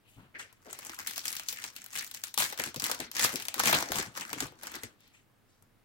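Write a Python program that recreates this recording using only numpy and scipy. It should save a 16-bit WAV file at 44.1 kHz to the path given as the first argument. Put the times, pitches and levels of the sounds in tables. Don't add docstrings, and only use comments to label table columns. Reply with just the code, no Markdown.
import sys
import numpy as np
from scipy import signal
from scipy.fft import rfft, irfft, next_fast_len
from scipy.io import wavfile
from scipy.ndimage import uniform_filter1d

SR = 44100
rng = np.random.default_rng(int(sys.argv[2]) if len(sys.argv) > 2 else 0)


def wrap_up_sound(samples):
    columns = np.atleast_2d(samples).T
    tamed = np.clip(columns, -1, 1)
    steps = np.round(tamed * 32767).astype(np.int16)
    wavfile.write(sys.argv[1], SR, steps)


N = 257544
TIME = np.arange(N) / SR
EDGES = np.geomspace(55, 17500, 18)
CENTRES = np.sqrt(EDGES[1:] * EDGES[:-1])


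def from_db(db):
    return 10 ** (np.asarray(db) / 20)


def rms_one(x):
    return x / np.sqrt(np.mean(x ** 2) + 1e-20)


def at_hz(points, hz):
    f, value = np.transpose(points)
    return np.interp(np.log(np.maximum(hz, 1)), np.log(f), value)


def band(x, k):
    sos = signal.butter(2, EDGES[k:k + 2], "band", fs=SR, output="sos")
    return signal.sosfilt(sos, x + 1e-18)


def coloured(x, points, lag=0):
    size = next_fast_len(N + SR // 10)
    hz = np.arange(size // 2 + 1) * SR / size
    response = from_db(at_hz(points, hz)) * np.exp(-2j * np.pi * hz * lag)
    return irfft(rfft(x, size) * response, size)[..., :N]


def drift(rate):
    knots = rng.standard_normal(N // 20)
    return np.interp(TIME * rate, np.arange(len(knots)), knots)


# f/Hz, relative level per Hz/dB
AIR_COLOUR = [(15, -31), (25, 0), (74, -20), (92, -4.5), (111, -6), (153, -13), (263, -11.5), (363, -16.5),
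              (503, -17.5), (560, -19.5), (1610, -23), (6210, -36), (16000, -35)]
AIR_DB = -67
HUM_HZ, HUM_DB = 112, -77.5


def still_room(likeness=0.35):
    shared, *own = rng.standard_normal((3, N))
    noise = np.sqrt(likeness) * shared + np.sqrt(1 - likeness) * np.array(own)
    air = rms_one(coloured(noise, AIR_COLOUR))
    hum = rms_one(np.sin(2 * np.pi * HUM_HZ * TIME + .5 * drift(9.1)))
    return from_db(AIR_DB) * air + from_db(HUM_DB) * hum


# start t/s, length/s, relative level/dB, centre f/Hz,
# width of each of two stacked resonators f/Hz
SLIDE_STROKES = [(0.026, 0.36, -68, 2780, 1030), (0.057, 0.23, -68, 10400, 8050),
                 (0.16, .14, -53, 153, 268), (0.161, 0.16, -61.5, 870, 1180), (0.34, 0.061, -49, 2100, 404),
                 (0.334, 0.16, -59, 353, 453), (0.391, 0.03, -40, 1700, 905),
                 (0.382, 0.079, -49.5, 6600, 9100), (0.41, 0.24, -68, 2020, 2230),
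                 (0.648, 0.11, -54.5, 418, 420), (0.974, .05, -49.5, 1130, 357),
                 (4.8, .12, -64, 7300, 1200), (4.98, 0.23, -67, 2530, 3030), (5.126, .11, -68, 7000, 2520),
                 (5.133, 0.091, -64, 2380, 1106), (5.463, .2, -77.5, 4500, 5040)]
SLIDE_RISE_SHARE = 0.15


def slides(level_db=0.0, grain_db=2.5):
    out = 0
    for start, length, db, hz, width in SLIDE_STROKES:
        friction = rng.standard_normal(N) * from_db(grain_db * drift(395.2))
        r = np.exp(-np.pi * width / SR)
        resonator = [0.92, 0.0077, -1, 1, -2 * r * np.cos(2 * np.pi * hz / SR), r * r]
        rub = signal.sosfilt([resonator] * 2, friction)
        stroke = np.interp((TIME - start) / length, [0, SLIDE_RISE_SHARE, 1], [0, 1, 0])
        out = out + from_db(db + level_db) * stroke * rms_one(rub)
    return out


def dying(power, t60):
    r = from_db(-120 / (np.clip(t60, .002, .5) * SR))
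    return signal.lfilter([1 - r], [1, -r], power + 1e-18)


# f/Hz, t60/s
WALL_DECAY = [(210, 0.75), (1300, 0.29), (4000, 0.25), (10000, 0.2)]
# f/Hz, level/dB
WALL_LEVEL = [(100, -11), (400, -10.5), (1500, -4), (4000, -2.5), (8000, -6.5), (15000, -11)]


def room(x, scatter_db=-2.5, scatter_t60=0.022, build_t60=0.0093, patchy_db=3.5):
    out, white = x.copy(), rng.standard_normal((2, 3, N))
    for k, hz in enumerate(CENTRES):
        alike = at_hz([(300, .9), (1200, 0.18), (3000, 0.017)], hz)
        noise = np.sqrt(alike) * white[k % 2, 0] + np.sqrt(1 - alike) * white[k % 2, 1:]
        diffuse = rms_one(band(noise, k))
        power = band(x[0], k) ** 2
        near = from_db(2 * scatter_db) * dying(power, scatter_t60)
        tail = dying(dying(power, build_t60), at_hz(WALL_DECAY, hz))
        walls = from_db(2 * at_hz(WALL_LEVEL, hz)) * tail
        patchy = from_db(patchy_db * drift(35) + 0.5)
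        out += diffuse * np.sqrt(near + walls) * patchy
    return out


def clicks(at, heights):
    return np.bincount(np.clip(at, 0, N - 1), heights, N)


def buckles(at, signs, band_db, colour_spread_db, path_spread_s):
    lag = path_spread_s * SR * rng.standard_normal(N)[at]
    out = np.zeros((2, N))
    for k, hz in enumerate(CENTRES):
        both, left, right = rng.standard_normal((3, N // 16))[:, np.arange(len(at)) % (N // 16)]
        for port, (own, late) in enumerate([(left, 0), (right, lag)]):
            colour = colour_spread_db * (both + own) / np.sqrt(2)
            heights = signs * from_db(band_db(hz) + colour)
            impulses = clicks(np.round(at + late).astype(int), heights)
            out[port] += band(impulses, k) * (-1) ** k
    return out


# t/s, relative level/dB, body at 900 Hz against that level/dB
SHARP_SNAPS = [(0.5274, -36.5, 8), (0.7292, -19, 11), (0.7895, -21, 10.5), (0.8496, -22.5, 3),
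               (0.945, -23, -7), (0.989, -16, 1), (1.072, -4, -22), (1.1605, -14, -12), (1.179, -5.5, -4.5),
               (1.2552, -5.5, -8.5), (1.2806, -4.5, -22), (1.2928, -23, -19), (1.304, -17, -3.5),
               (1.3273, -9, -15), (1.3667, -8.5, -19), (1.3965, -10.5, -1), (1.4863, -2, -46),
               (1.526, -12.5, -2.5), (1.6401, -9, -1.5), (1.7639, -13, -18), (1.842, -24, -2),
               (1.8623, -21, -3.5), (1.961, -15.5, 1), (1.9873, -6.5, -20.5), (2.0456, -17, -8),
               (2.0757, -24.5, -0.5), (2.1128, -18, -5), (2.1464, -11.5, -7), (2.2378, -4.5, -10.5),
               (2.3417, -10.5, -10.5), (2.3769, 1.5, 1.5), (2.403, -8.5, 10), (2.4224, -2, 3.5),
               (2.525, -14.5, 13.5), (2.5763, -13.5, 1), (2.5985, -7.5, 8), (2.6379, -5, -1.5),
               (2.744, -16, 8.5), (2.761, -10.5, -2.5), (2.7983, -7, -20), (2.823, -20, 9),
               (2.8409, -0.5, -23), (2.8649, -6.5, 1.5), (2.8965, -15.5, 21.5), (2.9144, -2, 4),
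               (2.9463, -11, -13), (3.0022, -7.5, -2), (3.1151, -13.5, -9), (3.1663, -6.5, 1),
               (3.1947, -1.5, -4.5), (3.2467, 3.5, 5), (3.3575, -3, -15.5), (3.3995, -12.5, -4),
               (3.4227, -13.5, -3.5), (3.453, -12.5, -8.5), (3.484, -3.5, -2.5), (3.542, -6, 0.5),
               (3.595, -1.5, -2), (3.599, 0, 3.5), (3.636, -2.5, 6.5), (3.6565, -3.5, 7), (3.6725, 1, 7),
               (3.6944, -4.5, 14), (3.728, 1, 14), (3.7471, -3, 8), (3.7846, -23, 3.5), (3.808, -12.5, 10),
               (3.825, -6.5, 14.5), (3.9193, -3.5, 10), (3.957, -6, 4), (3.9852, -5.5, 7), (4.175, -10, 7),
               (4.2098, -12, 0), (4.3305, -7.5, 7), (4.4044, -5, -1), (4.456, -29, 21), (4.522, -43, 29.5),
               (4.6339, -16.5, 8), (4.6703, -13, 1), (4.7535, -13.5, -9), (4.8343, -12.5, -6),
               (5.0054, -42, -5), (5.0772, -43, 4), (5.6238, -40.5, 6.5)]
SNAP_EDGE_DB, EDGE_GAIN_PER_DB = -1, 1.1055
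SMALL_SNAP_DB, BIG_SNAP_DB = -20, -13


def snaps(level_db=-2.5, colour_spread_db=1.0, bass_db=-30.5, follower_db=-17.0,
          scatter_s=0.0051, lead_s=0.0014, count=6):
    s, db, body = np.repeat(np.transpose(SHARP_SNAPS), count, axis=1)
    smallness = BIG_SNAP_DB - np.clip(db, SMALL_SNAP_DB, BIG_SNAP_DB)
    edge = SNAP_EDGE_DB + EDGE_GAIN_PER_DB * smallness
    when, size, sign = rng.standard_normal((len(s), 3)).T
    minor = np.arange(len(s)) % count > 0
    at = np.round((s + minor * (scatter_s * np.abs(when) - lead_s)) * SR).astype(int)
    db = db + level_db + minor * (follower_db + 3 * size)

    def band_db(hz):
        low = at_hz([(900, 1), (3000, 0)], hz)
        high = at_hz([(6000, 0), (11000, 1)], hz)
        bass = at_hz([(100, 1), (700, 0)], hz)
        return db + low * body + high * edge + bass * bass_db
    return buckles(at, np.sign(sign), band_db, colour_spread_db, path_spread_s=.00006)


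def facets(level_db=-30.0, t60=0.023, spread_octaves=0.94, count=3):
    out, t = np.zeros(N + SR), np.arange(SR // 20) / SR
    chances = spread_octaves * (2 * rng.random((len(SHARP_SNAPS), count)) - 1)
    for (s, db, body), chance in zip(SHARP_SNAPS, chances):
        pitches = at_hz([(1, 1400), (3, 2400), (8, 4500)], from_db(10 - body)) * 2 ** chance
        at = int(s * SR)
        modes = np.sin(2 * np.pi * pitches[:, None] * t).sum(0)
        out[at:at + len(t)] += from_db(db + level_db - 60 * t / t60) * modes
    return out[:N]


def ring(x, hz, t60):
    r, w = from_db(-60 / (t60 * SR)), 2 * np.pi * hz / SR
    return signal.lfilter([0, np.sin(w)], [1, -2 * r * np.cos(w), r * r], x + 1e-18)


# f/Hz, relative level/dB, t60/s before a 0.25 s limit
TABLE_RINGS = [(340.5, -50, 0.136), (505.5, -52.5, 0.247), (548, -57, 0.66), (876, -59.5, 0.195),
               (1014, -56, 0.037), (1390, -60, 0.18), (1610, -57.5, 0.062), (1670, -61, 0.18),
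               (1792, -54.5, 0.14), (2113, -58.5, 0.15), (2470, -57.5, 0.2), (4180, -56, 0.31)]


def table_ringing(foil, level_db=1.0):
    return sum(from_db(db + level_db) * ring(foil[0], hz, min(t60, 1 / 4)) for hz, db, t60 in TABLE_RINGS)


# strongest t/s, relative crackle level/dB, rise/s, fade/s
HAND_SQUEEZES = [(0.728, -49.5, 0.16, 0.13), (0.894, -45, .24, 0.147), (0.99, -43, 0.022, .12),
                 (1.074, -39, .03, .18), (1.18, -40, .08, 0.089), (1.253, -41, .04, .36),
                 (1.487, -41.5, .05, .22), (1.648, -43, 0.19, 0.106), (1.768, -51, 0.09, .25),
                 (1.96, -38, 0.0894, .2), (2.145, -45, .02, .12), (2.235, -46, .02, .03),
                 (2.28, -47, .05, .05), (2.391, -28.5, .022, 0.1), (2.409, -26.5, 0.046, 0.11),
                 (2.524, -39.5, 0.1207, 0.043), (2.598, -33.5, .03, .05), (2.664, -39, 0.084, .07),
                 (2.84, -35.5, .08, .22), (3.009, -42.5, .07, .09), (3.16, -39, .05, .25),
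                 (3.243, -25, .14, .07), (3.298, -39.5, .12, 0.31), (3.596, -35.5, .08, .18),
                 (3.668, -23, .06, .12), (3.742, -29, .14, .17), (3.985, -34.5, .22, .13),
                 (4.17, -42.5, 0.07, 0.25), (4.322, -44, .14, 0.18), (4.421, -38, 0.12, 0.086),
                 (4.635, -46.5, 0.053, 0.3565), (4.759, -45, 0.28, .07), (4.833, -46.5, 0.023, 0.065)]
CRACKLE_POWER = 2.1


def squeezing():
    level = np.full(N, -100.)
    for s, db, rise, fade in HAND_SQUEEZES:
        pressure = np.interp(TIME, [s - rise, s, s + fade], [0, 1, 0])
        level = np.maximum(level, db + CRACKLE_POWER * 20 * np.log10(pressure + 1e-9))
    return level


# f/Hz, relative level/dB
FOIL_COLOUR = [(75, -6), (135, -8), (270, -2), (430, -11.5), (850, -1.5), (1450, -1.5), (2100, 5.5),
               (3100, -5), (4500, -3), (7400, -1.5), (10500, -5), (15000, -4.5)]
# t/s, relative level of the sheet's body against its crackle/dB
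SHEET_FULLNESS = [(0.9, -5), (1.2, -13.5), (1.5, -14), (1.65, -9), (2.4, -15), (2.55, -9), (3.0, -3.5),
                  (3.24, -8.5), (3.55, -1.5), (3.67, -9), (3.74, -2), (3.85, -3), (4.6, -1.5), (4.85, -1)]
EDGE_LOSS_PER_FULLNESS = 0.45


def crinkle(sparse_per_s=700, dense_per_s=2400, size_spread_db=6.5, colour_spread_db=5.5, clump_db=2.0,
            crackle_db=-7.0, body_db=-7.0, edge_db=-10.0, evening_s=0.028):
    crackle, fullness = squeezing(), np.interp(TIME, *np.transpose(SHEET_FULLNESS))
    body, edge = crackle + fullness, crackle - EDGE_LOSS_PER_FULLNESS * fullness
    effort = np.clip((crackle + 60) / 30, 0, 1)
    per_s = (sparse_per_s + effort ** 2 * dense_per_s) * from_db(clump_db * drift(70))
    born = rng.random(N) < per_s / SR
    spread = from_db(size_spread_db * np.minimum(rng.exponential(1, N), 4))
    sizes = born * spread * rng.choice([-1, 1], N)
    window = int(evening_s * SR)
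    energy = uniform_filter1d(uniform_filter1d(sizes ** 2, window), window)
    sizes = sizes / np.sqrt(np.abs(energy) + 1e-4)
    at = np.flatnonzero(born)

    def per_width(level, trim, width_hz):
        return level[at] + trim - 10 * np.log10(2 * width_hz / SR)
    body = per_width(body, body_db, 1000)
    crackle = per_width(crackle, crackle_db, 5500)
    edge = per_width(edge, edge_db, 8000)

    def band_db(hz):
        low = at_hz([(1100, 1), (2600, 0)], hz)
        high = at_hz([(6000, 0), (10500, 1)], hz)
        return low * body + (1 - low - high) * crackle + high * edge + at_hz(FOIL_COLOUR, hz)
    return buckles(at, sizes[at], band_db, colour_spread_db, path_spread_s=.00007)


# t/s, relative level/dB, middle mode before detuning f/Hz
PANEL_FLEXES = [(0.652, -47.5, 444), (0.779, -51, 284), (2.376, -41.5, 266.8), (2.589, -30, 437),
                (2.66, -35.5, 276), (2.761, -31.5, 288), (2.814, -35.5, 274), (2.995, -30.5, 311),
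                (3.237, -39.5, 241.9), (3.331, -27, 300), (3.557, -32, 272.7), (3.633, -32, 283.5),
                (3.724, -27.5, 345), (3.809, -46.5, 318), (3.892, -27, 259), (3.951, -23, 111.5),
                (3.982, -27.5, 244), (4.063, -30.5, 123), (4.184, -35, 190.4), (4.315, -34.5, 285),
                (4.357, -33, 258), (4.41, -30, 279), (4.425, -26.5, 100), (4.745, -39.5, 250.4),
                (4.825, -32.5, 244), (5.614, -43, 104.5)]


def flexes(level_db=-5.0, t60=0.038, span_s=.017, lower_db=-5.0, upper_db=-4.5, count=5):
    out, t = np.zeros(N + SR), np.arange(SR // 8) / SR
    for s, db, hz in PANEL_FLEXES:
        for when, size, *detune in rng.uniform(-1, 1, (count, 5)):
            pitches = hz * np.array([.48, 1, 1.8]) * (1 + np.array(detune) * [.25, .12, .25])
            modes = from_db([lower_db, 0, upper_db]) @ np.cos(2 * np.pi * pitches[:, None] * t)
            wobble = modes * np.minimum(t * hz, 1)
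            height = from_db(db + level_db + 1.3 * size - 60 * t / t60)
            at = int((s + abs(when) * span_s) * SR)
            out[at:at + len(t)] += np.sign(when) * height * wobble
    return out[:N]


# f/Hz, level against an unshaded port/dB
RIGHT_SHADE = [(60, -9.5), (200, -2.5), (700, -5.5), (1500, -0.5), (3000, -5), (6500, -0.5), (8000, 0),
               (9500, -16), (16000, -8.5)]
RIGHT_LAG_S = 0.00023


def scene():
    foil = snaps() + crinkle() + facets()
    ringing = table_ringing(foil)
    left, right = room(foil + flexes() + slides()) + ringing
    return np.array([left, coloured(right, RIGHT_SHADE, RIGHT_LAG_S)]) + still_room()


def record(dry):
    thin = signal.sosfilt(signal.butter(1, 30, "high", fs=SR, output="sos"), dry)
    top_cut = signal.ellip(12, .1, 80, 16100, fs=SR, output="sos")
    return signal.sosfilt(top_cut, np.tanh(thin))


dry = scene()
out = record(dry)
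wrap_up_sound(out)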